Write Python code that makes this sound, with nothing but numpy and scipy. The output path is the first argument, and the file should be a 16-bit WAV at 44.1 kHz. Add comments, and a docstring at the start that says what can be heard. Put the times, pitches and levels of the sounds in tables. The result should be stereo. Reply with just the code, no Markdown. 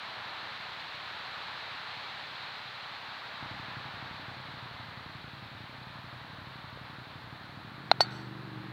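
"""Croquet on a tree-ringed lawn

Leaves hiss in a dying breeze. Far off, the exhaust puffs of a big eight-cylinder engine ring its pipe:
it idles, turns abruptly louder and revs up at the end. After one soft footfall the mallet knocks the
balls; a tenth of a second later one glances off the iron hoop, and the tree line echoes the stroke."""
import sys
import numpy as np
from scipy import signal
from scipy.fft import rfft, irfft
from scipy.io import wavfile
from scipy.ndimage import uniform_filter1d, minimum_filter1d

SR = 44100
rng = np.random.default_rng(int(sys.argv[2]) if len(sys.argv) > 2 else 0)


def pcm_store(signal):
    """Save signal as 16-bit PCM."""
    levels = np.round(np.clip(np.atleast_2d(signal), -1, 1) * 32767)
    wavfile.write(sys.argv[1], SR, levels.astype(np.int16).T)


N = 384552
TIME = np.arange(N) / SR

# fader ride of the dying breeze: t/s, hiss level/dB, relative rustle level/dB
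BREEZE_FADE = [(0.0, -44.5, -46), (0.24, -44, -46.5), (1.94, -45, -45.5), (2.45, -45.5, -46.5),
               (3.71, -45, -48.5), (5.33, -49, -53), (7.13, -49.5, -54.5), (7.85, -50, -56)]
# tone of the foliage: f/Hz, relative level/dB
LEAF_SPECTRUM = [(150, -11), (350, -12.5), (550, -7), (850, 0.5), (1200, 1), (1750, -0.5), (2100, -5),
                 (3000, -9), (4100, -5.5), (4500, -11.5), (5000, -21.5), (6000, -32), (8000, -40.5),
                 (12000, -59)]
# each cylinder's puff, in firing order: relative level/steps (engine() sets the dB per step)
PUFF_ACCENTS = [-5, -12, -9.5, -5.5, -8, -7, -19, -20]
# exhaust pipe resonances: f/Hz, width/Hz, relative idle level/dB, change at full revs/dB
PIPE_MODES = [(71, 27, -14, -19), (117.6, 35, 4, -5), (131, 34.5, 1.5, 8.5), (193.6, 60, -9, 8.5),
              (251, 60, -9.5, -10), (305, 33, -13.5, 20), (536, 410, -8, -11)]
# a shoe on turf: t/s, relative level/dB
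FOOTFALL = [(6.7733, -34)]
# knocks on a ball, with a light nudge just before the last: t/s, relative level/dB, brightness f/Hz
BALL_KNOCKS = [(7.9143, -0.5, 5900), (8.0022, -24, 900), (8.0055, -3, 990)]
# body of the ball: f/Hz, relative level/dB, t60/s
BALL_MODES = [(328, -51, 0.0077), (697, 1, 0.011), (850, 2, 0.0079), (1440, -9.5, 0.015),
              (2130, -12, 0.0092), (2950, -21, 0.01), (3680, -6, 0.0082), (4160, -4.5, 0.014),
              (4860, -17, 0.0087)]
# the ball clips the hoop: t/s, relative level/dB
HOOP_HITS = [(8.0065, 1.5)]
# ring of the iron hoop: f/Hz, relative level/dB, t60/s
HOOP_MODES = [(1860, -31, .07), (2114, -32, .04), (2990, -41, .05), (3343, -44, .07), (4090, -29, .03),
              (4468, -14, .075), (4520, -17, .035), (4755, -35, .06), (5434, -39, .04), (5561, -39, .055),
              (5925, -34, .055), (6385, -47, .08), (7687, -45, .083), (8027, -44, .072), (9680, -55, .06),
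              (10965, -57, .06), (11287, -56, .055), (11540, -48, .058), (13183, -58, .06),
              (13860, -60, .05)]
# tone of the contact transient: f/Hz, relative level/dB
CRACK_SPECTRUM = [(1000, 10), (5500, 6.5), (7000, -9), (9000, -16), (11000, -34), (15000, -30)]
# tone of the sound the trees scatter back: f/Hz, relative level/dB
ECHO_SPECTRUM = [(200, -32), (600, -32.5), (1400, -18), (3000, -19), (4500, -30), (6000, -23), (7900, -20),
                 (11000, -21), (16000, -36)]
# faint background hiss, strongest in the low mids, as EQ on white noise: f/Hz, level/dB
HISS_SPECTRUM = [(100, -68.5), (500, -58), (2000, -67), (4500, -70.5), (8000, -71), (15000, -70)]


def from_db(db):
    """Decibels to gain."""
    return 10 ** (np.asarray(db) / 20)


def unit_rms(x):
    """Scale to unit power."""
    return x / np.sqrt(np.mean(x ** 2) + 1e-20)


def cut(x, kind, hz, order=2):
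    """Butterworth low- or high-pass."""
    return signal.sosfilt(signal.butter(order, hz, kind, fs=SR, output="sos"), x + 1e-18)


def colour(x, spectrum):
    """EQ a signal with a curve of f/Hz, level/dB."""
    hz, db = np.transpose(spectrum)
    bins = np.maximum(np.fft.rfftfreq(len(x), 1 / SR), 1)
    gain = from_db(np.interp(np.log(bins), np.log(hz), db))
    return irfft(rfft(x) * gain, len(x))


def drift(hz):
    """Random modulator with a spread of one, moving mostly slower than hz."""
    hop, run_in = 40, 2000
    r = np.exp(-2 * np.pi * hz * hop / SR)
    white = rng.standard_normal(N // hop + run_in + 2)
    slow = signal.lfilter([1], [1, -2 * r, r * r], white)[run_in:]
    return np.interp(np.arange(N) / hop, np.arange(len(slow)), unit_rms(slow))


def click(s, db):
    """One impulse at time s."""
    return from_db(db) * (np.arange(N) == round(s * SR))


def ring(blow, modes):
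    """Decaying sines set off by a blow; neighbouring modes alternate in polarity."""
    out = np.zeros(N)
    for k, (hz, db, t60) in enumerate(modes):
        r, w = 10 ** (-3 / (t60 * SR)), 2 * np.pi * hz / SR
        mode = signal.lfilter([0, np.sin(w)], [1, -2 * r * np.cos(w), r * r], blow + 1e-18)
        out += (-1) ** k * from_db(db) * mode
    return out


def resonate(x, hz, width):
    """Resonant band-pass with unity gain at its peak."""
    r, w = np.exp(-np.pi * width / SR), 2 * np.pi * hz / SR
    return signal.lfilter(np.array([1, 0, -1]) * (1 - r * r) / 2, [1, -2 * r * np.cos(w), r * r], x + 1e-18)


def leaves(split_hz=2050, rustle_trim_db=1.0, flutter_db=0.29, swell_db=0.6):
    """Distant foliage blurs into a bed of hiss; the fine rustle on top fades faster as the breeze drops."""
    times, hiss_points, rustle_points = np.transpose(BREEZE_FADE)
    hiss = cut(colour(rng.standard_normal(N), LEAF_SPECTRUM), "low", split_hz, order=6)
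    hiss = cut(hiss, "high", hz=110)
    rustle = cut(colour(rng.standard_normal(N), LEAF_SPECTRUM), "high", split_hz, order=6)
    hiss_db = np.interp(TIME, times, hiss_points) + flutter_db * drift(hz=4.1) + swell_db * drift(hz=0.74)
    rustle_db = np.interp(TIME, times, rustle_points) + rustle_trim_db + flutter_db * drift(hz=28.0)
    return unit_rms(hiss) * from_db(hiss_db) + unit_rms(rustle) * from_db(rustle_db)


def throttle(idle_hz=11.68, top_hz=25.05, top_s=8.15, rise_s=0.372, sag_hz_per_s=2.7,
             labour_hz=0.72, labour_at_s=5.33, labour_s=0.44):
    """Firing cycles per second and share of full revs: the idle labours briefly, revs up, then sags."""
    labour = np.exp(-((TIME - labour_at_s) / labour_s) ** 2)
    revved = np.exp(-(np.minimum(TIME - top_s, 0) / rise_s) ** 2)
    sag = sag_hz_per_s * np.maximum(TIME - top_s, 0)
    return idle_hz - labour_hz * labour + (top_hz - idle_hz) * revved - sag, revved


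def engine_fader(revved, faint_db=-60.5, loud_db=-50.5, jump_s=3.405, surge_db=2.8, settle_s=0.2,
                 rev_db=6.5):
    """Engine gain: faint at first, a jump with a surge that settles, then a lift with the revs."""
    surge = surge_db * np.exp(-np.maximum(TIME - jump_s, 0) / settle_s)
    idle_db = np.where(TIME < jump_s, faint_db, loud_db + surge)
    return from_db(idle_db + rev_db * revved)


def engine(scatter_db=0.5, gas_noise=0.012, gas_s=0.042, steadying=0.51):
    """Uneven exhaust puffs ring the pipe: a lumpy lope at idle, a steadier, higher drone at speed."""
    cycle_hz, revved = throttle()
    rough = 1 - steadying * revved
    firing = np.floor(np.cumsum(cycle_hz) / SR * len(PUFF_ACCENTS)).astype(int)
    at = np.flatnonzero(np.diff(firing)) + 1
    db_per_step = 6 - 0.21 * revved[at]  # the cylinders even out slightly at speed
    accent_db = np.array(PUFF_ACCENTS)[firing[at] % len(PUFF_ACCENTS)] * db_per_step
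    puffs = np.zeros(N)
    puffs[at] = from_db(accent_db + scatter_db * rough[at] * rng.standard_normal(len(at)))
    # each soft-edged puff trails a short rush of turbulent gas
    rush = signal.lfilter([1], [1, -np.exp(-1 / (gas_s * SR))], puffs)
    flow = cut(puffs, "low", hz=333, order=4) + gas_noise * rough * rush * rng.standard_normal(N)
    pipe = sum(from_db(db + change_db * revved) * resonate(flow, hz, width)
               for hz, width, db, change_db in PIPE_MODES)
    # the deep thud of the lope fades at speed
    pipe = (1 - revved) * cut(pipe, "high", hz=48, order=3) + revved * cut(pipe, "high", hz=92, order=4)
    pipe = cut(pipe, "low", hz=800)
    running_rms = np.sqrt(uniform_filter1d(pipe ** 2, size=SR // 3) + 1e-20)
    return engine_fader(revved) * pipe / running_rms


def footfall(pat_hz=494, pat_db=4, t60=0.008):
    """A shoe lands on the turf with one soft, damped pat."""
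    blow = sum(click(s, db) for s, db in FOOTFALL)
    return resonate(ring(blow, [(pat_hz, pat_db, t60)]), hz=520, width=700)


def crack(s, db, t60):
    """A splinter of noise where hard surfaces meet."""
    age = np.maximum(TIME - s, 0)
    burst = rng.standard_normal(N) * (age > 0) * 10 ** (-3 * age / t60)
    return from_db(db) * cut(colour(burst, CRACK_SPECTRUM), "high", hz=110)


def ball_knocks(snap_db=-24, snap_t60=0.013):
    """Each blow rings the ball with a dry knock; a softer contact is duller and has less snap."""
    blows = sum(cut(click(s, db), "low", hz, order=1) for s, db, hz in BALL_KNOCKS)
    body = cut(ring(blows, BALL_MODES), "low", hz=5230, order=4)
    body = cut(body, "high", hz=300, order=1)  # a small ball radiates little bass
    hardest = max(hz for s, db, hz in BALL_KNOCKS)
    snaps = sum(hz / hardest * crack(s, db + snap_db, snap_t60) for s, db, hz in BALL_KNOCKS)
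    return body + snaps


def hoop(clank_db=-27, clank_t60=0.035):
    """The ball glances off the iron hoop: a noisy clank over a short, bright ring."""
    return sum(ring(click(s, db), HOOP_MODES) + crack(s, db + clank_db, clank_t60) for s, db in HOOP_HITS)


def tree_line(x, predelay_s=0.092, swell_s=0.021, t60=0.51, return_db=2.0):
    """Countless trunks and branches send back a late, smooth echo that swells and dies."""
    age = np.maximum(TIME[:SR] - predelay_s, 0)
    envelope = (1 - np.exp(-age / swell_s)) * 10 ** (-3 * age / t60)
    echo = colour(rng.standard_normal(SR), ECHO_SPECTRUM) * envelope / np.sqrt(np.sum(envelope ** 2))
    return from_db(return_db) * signal.fftconvolve(x, echo)[:N]


def limit(x, ceiling=0.93, window_s=0.0007):
    """Duck the gain smoothly around any peak above the ceiling."""
    size = int(window_s * SR)
    gain = ceiling / np.maximum(np.abs(x).max(axis=0), ceiling)
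    return x * uniform_filter1d(minimum_filter1d(gain, size=size), size=size)


def scene():
    """All layers sit dead centre; only the stroke feeds the echo."""
    stroke = ball_knocks() + hoop()
    mix = leaves() + engine() + footfall() + stroke + tree_line(stroke)
    return np.tile(mix, (2, 1))


def record(dry):
    """Faint background hiss, separate in each channel, then a limiter and a steep top cut."""
    hiss = np.array([colour(white, HISS_SPECTRUM) for white in rng.standard_normal((2, N))])
    top_cut = signal.ellip(10, 0.1, 70, 15800, fs=SR, output="sos")
    return signal.sosfilt(top_cut, limit(dry + hiss))


dry = scene()
out = record(dry)
pcm_store(out)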